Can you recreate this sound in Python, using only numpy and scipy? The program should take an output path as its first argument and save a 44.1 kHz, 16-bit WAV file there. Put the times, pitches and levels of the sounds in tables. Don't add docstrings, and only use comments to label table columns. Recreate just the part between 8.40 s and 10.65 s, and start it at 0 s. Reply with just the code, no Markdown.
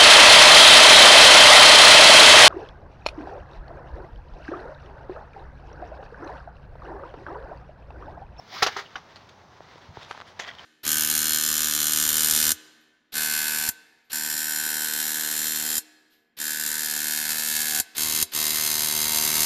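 import sys
import numpy as np
from scipy import signal
from scipy.fft import rfft, irfft, next_fast_len
from scipy.io import wavfile
from scipy.ndimage import map_coordinates

SR = 44100
rng = np.random.default_rng(int(sys.argv[2]) if len(sys.argv) > 2 else 0)


def unload_audio(sound):
    columns = np.transpose(np.atleast_2d(sound))
    steps = np.round(np.clip(columns, -1, 1) * 32767)
    wavfile.write(sys.argv[1], SR, steps.astype(np.int16))


N = 99225
T = np.arange(N) / SR


def amp(db):
    return 10 ** (np.asarray(db) / 20)


def unit(x):
    return x / np.sqrt(np.mean(x ** 2) + 1e-20)


def filtered(x, response):
    size = next_fast_len(N + SR // 4)
    return irfft(rfft(x, size) * response(np.fft.rfftfreq(size, 1 / SR)), size)[:N]


def eq_db(spectrum, hz):
    points_hz, points_db = np.transpose(spectrum)
    return np.interp(np.log(hz + 1), np.log(points_hz + 1), points_db)


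def noise(spectrum):
    return unit(filtered(rng.standard_normal(N), lambda hz: amp(eq_db(spectrum, hz))))


def wobble(rate):
    return map_coordinates(rng.standard_normal(8192), [T * rate], mode="wrap")


def burst(start, rise, t60):
    age = np.maximum(T - start, 0)
    return np.minimum(age / rise, 1) * np.exp(-np.log(1000) * np.maximum(age - rise, 0) / t60)


def ring(start, hz, rise, t60):
    return burst(start, rise, t60) * np.sin(2 * np.pi * hz * (T - start))


# frequency in Hz, relative level in dB.
WIND_SPECTRUM = [(25, -22), (45, -7.5), (90, 6.5), (160, 2.5), (280, -1.5), (550, -0.5), (900, 1.5),
                 (1500, -6.5), (2600, -22.5), (6000, -16.5), (8200, -40.5), (13500, -41), (15500, -41)]


def wind():
    return amp(-54) * noise(WIND_SPECTRUM)


# time in seconds, level in dB.
RUSTLE_LEVELS = [(0, -64), (.3, -41), (.42, -49), (.52, -52.5), (.63, -57), (.72, -53), (.86, -59),
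                 (.99, -59), (1.1, -62.5), (1.26, -55), (1.39, -53.5), (1.51, -56.5), (1.59, -47),
                 (1.67, -54), (1.77, -49.5), (1.84, -58), (1.88, -50.5), (1.97, -59), (2.04, -42.5),
                 (2.16, -53), (2.22, -46.5), (2.25, -51.5)]
# frequency in Hz, relative level in dB.
RUSTLE_SPECTRUM = [(200, -9.5), (900, 5), (1900, 4.5), (2600, -1.5), (3600, 0), (5000, -5.5), (6500, -14),
                   (8200, -28.5), (13800, -40), (15200, -27)]


def rustle():
    level_db = np.interp(T, *np.transpose(RUSTLE_LEVELS))
    texture_db = 1.9 * wobble(50) + 1.1 * wobble(650)
    return amp(level_db) * unit(noise(RUSTLE_SPECTRUM) * amp(texture_db))


# frequency in Hz, relative level in dB.
GRASS_SPECTRUM = [(80, -28), (300, -16.5), (600, 4.5), (2000, -1), (3400, -1), (6200, -8.5), (8200, -25.5),
                  (15000, -36)]
# start in seconds, level in dB, resonance in Hz, its boost in dB,
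# t60 in seconds.
CRUNCHES = [(0.454, -44, 2930, 27, 0.069), (0.579, -44.5, 1200, 21, .05), (0.753, -45.5, 4440, 8.5, 0.11),
            (0.888, -48.5, 3330, 1, 0.075), (1.376, -48.5, 920, 10, 0.09), (1.61, -46.5, 3620, 7, 0.3),
            (1.681, -51, 10000, 14, 0.25), (1.698, -45.5, 1410, 13.5, 0.24), (1.864, -51.5, 9500, 8, 0.23),
            (1.991, -31.5, 1880, 5.5, 0.11), (1.992, -36, 6670, 14, 0.13), (2.074, -39.5, 696, 8, 0.1),
            (2.101, -37, 1590, 18, 0.028), (2.134, -45.5, 3100, 14, 0.026), (2.15, -40.5, 3380, 4, 0.014)]


def crunches():
    width_octaves = 0.15
    out = np.zeros(N)
    for start, db, centre_hz, boost_db, t60 in CRUNCHES:
        grains = rng.standard_normal(N) * amp(3.5 * wobble(700))
        bell = lambda hz: np.exp(-0.5 * (np.log2((hz + 1) / centre_hz) / width_octaves) ** 2)
        crackle = unit(filtered(grains, lambda hz: amp(eq_db(GRASS_SPECTRUM, hz) + boost_db * bell(hz))))
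        out += amp(db) * crackle * burst(start, rise=0.065 * t60, t60=t60)
    return out


# frequency in Hz, relative level in dB, t60 in seconds.
SCRAPE_MODES = [(1960, 1, 0.011), (3290, 0, .009)]


def scrape():
    start, end, slips_per_s, scatter_db = 2.008, 2.113, 260, 3.5
    slips = np.zeros(N)
    for time in np.arange(start, end, 1 / slips_per_s):
        lag, size = rng.standard_normal(2)
        slips[int((time + lag / slips_per_s) * SR)] += amp(scatter_db * size)
    slip_ring = sum(amp(db) * ring(0, hz, rise=1 / hz, t60=t60) for hz, db, t60 in SCRAPE_MODES)
    rub = unit(signal.fftconvolve(slips, slip_ring)[:N])
    duty = (end - start) * SR / N
    return amp(-43.5) * np.sqrt(duty) * rub


# start in seconds,
# level before filtering in dB, pitch in Hz, t60 in seconds.
TICKS_THUMPS_CREAKS = [(1.206, -29, 650, 0.0082), (1.205, -45.5, 151, 0.053), (1.358, -35.5, 466, 0.0076),
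                       (1.489, -38.5, 87.5, 0.093), (1.504, -45, 153, 0.14), (1.571, -26, 875, 0.012),
                       (1.572, -33.5, 375, 0.025), (1.574, -35, 100, 0.035), (1.71, -19, 1020, 0.0027),
                       (1.7125, -16.5, 1280, 0.0026), (1.749, -31.5, 910, 0.011),
                       (1.777, -25.5, 1290, 0.0022), (1.8025, -26.5, 1130, 0.004),
                       (1.8133, -27.5, 1580, 0.0042), (1.819, -27.5, 1210, 0.0057),
                       (1.9965, -31.5, 560, 0.02), (1.9984, -18.5, 1800, 0.01), (2.186, -34, 3160, 0.015),
                       (2.194, -33, 3060, 0.023)]
# frequency in Hz, relative level in dB.
SNAP_SPECTRUM = [(600, -24), (2000, -11), (3500, 8), (5800, -1), (8200, -11), (15000, -32)]


def ticks_thumps_creaks():
    full_snap_hz, top_hz = 1380, 6800
    snap, out = noise(SNAP_SPECTRUM), np.zeros(N)
    for start, db, hz, t60 in TICKS_THUMPS_CREAKS:
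        low_cut = signal.butter(2, 0.33 * hz, "high", fs=SR)
        out += amp(db) * signal.lfilter(*low_cut, ring(start, hz, rise=0.23 / hz, t60=t60))
        hardness = min(hz / full_snap_hz, 1) ** 2
        out += amp(db - 13) * hardness * snap * burst(start, rise=0.00039, t60=0.0017)
    return signal.lfilter(*signal.butter(2, top_hz, fs=SR), out)


# frequency in Hz, relative level in dB.
SWISH_SPECTRUM = [(100, -18), (450, -11), (700, -7), (1500, -1), (2200, 1), (2600, -6.5), (3400, -1.5),
                  (5200, -2.5), (6600, -15), (8000, -36), (12500, -30.5), (15500, -23)]


def swish():
    start, full, release = 0.055, 0.15, 0.23
    fade_db_per_s, climb_hz_per_s, width_hz = 93, 8300, 380
    swell_db = np.interp(T, [start, full], [-21.5, 0])
    fade_db = fade_db_per_s * np.maximum(T - release, 0)
    centre_hz = 200 + climb_hz_per_s * (np.clip(T, start, release) - start)
    band = wobble(width_hz) + 1j * wobble(width_hz)
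    resonance = unit(np.real(band * np.exp(2j * np.pi * np.cumsum(centre_hz) / SR)))
    envelope = amp(-39 + swell_db - fade_db + wobble(133))
    return envelope * (noise(SWISH_SPECTRUM) + amp(-6) * resonance)


# start in seconds, level in dB, pitch in Hz, base t60 in seconds.
KNOCKS = [(0.224, -12.5, 1150, 0.017), (0.2634, -10.5, 1400, 0.0068), (0.27, -15.5, 813, 0.037),
          (0.3655, -21.5, 1037, 0.018), (0.5557, -17.5, 1435, 0.024)]
# ratio to the pitch, relative level in dB, multiple of the base t60.
RIM_MODES = [(.84, -11, .8), (.91, -8, 0.7), (1, -3, 0.65), (1.17, -9, .9), (2.1, -14, 1.1)]
# frequency in Hz, relative level in dB.
CRACK_SPECTRUM = [(100, -9), (550, -6), (1300, 2), (2500, -4), (6000, -12), (8200, -47), (15000, -42)]


def knocks():
    rise = 0.002
    crack, out = noise(CRACK_SPECTRUM), np.zeros(N)
    for start, db, hz, t60 in KNOCKS:
        tone = sum(amp(mode_db) * ring(start, hz * ratio, rise, t60 * sustain)
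                   for ratio, mode_db, sustain in RIM_MODES)
        tail = amp(-17) * crack * burst(start, rise, t60=0.095)
        out += amp(db) * (tone + tail)
    return out


# start in seconds, then drive in dB for the walls, the rim's
# clatter, the bin's ring and the lid's ring, then base t60 in seconds.
LID_BLOWS = [(0.2217, -17.5, -16.5, -18.5, -15.5, 0.087), (0.2624, -27.5, -24.5, -30.5, -18, 0.058),
             (0.2815, -35, -55, -38, -28.5, 0.052), (0.319, -49, -46, -40, -46, 0.053),
             (0.3622, -31, -36, -29, -51, 0.14), (0.389, -35.5, -43, -44, -62, 0.093),
             (0.556, -62, -53.5, -64, -37.5, 0.11)]
# frequency in Hz, relative
# level in dB.
WALL_SPECTRUM = [(40, -55), (130, -11), (300, -26.5), (420, 0.5), (640, -10.5), (770, -3), (1400, -2.5),
                 (2200, -5), (3000, -38), (8000, -69)]
CLATTER_SPECTRUM = [(500, -36), (1800, -7.5), (3000, 1), (4800, 1.5), (6300, -3.5), (7200, -13.5),
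                    (8300, -27), (11500, -23.5), (15500, -30)]
# frequency in Hz, relative level in dB, multiple
BIN_MODES = [(398, -3.5, 1.7), (966, -4, 1.1), (1060, -6, 1.1), (1246, -7, 1.3), (1330, -1, 1.25),
             (1427, -5, 1.15), (1617, -7, 1.25), (1773, -9, 1.2), (1863, -9, 1.3), (2042, -8, 1.3),
             (3012, -7, 1.2), (3434, -7, 1.1)]
LID_MODES = [(748, 1.5, 1.05), (795, 0, 1.15), (839, -3, 1.15), (1131, 0.5, 1.05), (2580, -14, 1.7)]


def lid_slam():
    walls, rim = noise(WALL_SPECTRUM), noise(CLATTER_SPECTRUM)
    rattle = unit(amp(0.7 * wobble(300)))
    out = np.zeros(N)
    for start, wall_db, clatter_db, bin_db, lid_db, t60 in LID_BLOWS:
        body = amp(wall_db) * walls * burst(start, rise=0.002, t60=t60)
        clatter = amp(clatter_db) * rim * burst(start, rise=0.0078, t60=t60)
        out += rattle * (body + clatter)
        for modes, drive_db in ((BIN_MODES, bin_db), (LID_MODES, lid_db)):
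            for k, (hz, mode_db, sustain) in enumerate(modes):
                gain = 0.5 * (-1) ** k * amp(drive_db + mode_db)
                out += gain * ring(start, hz, rise=0.0027, t60=sustain * t60)
    return out


def scene():
    background = wind() + rustle() + crunches() + scrape() + ticks_thumps_creaks()
    return (background + swish() + knocks() + lid_slam())[None]


def record(dry):
    top_hz = 15850
    return np.array([filtered(x, lambda hz: hz < top_hz) for x in dry])


dry = scene()
out = record(dry)
unload_audio(out)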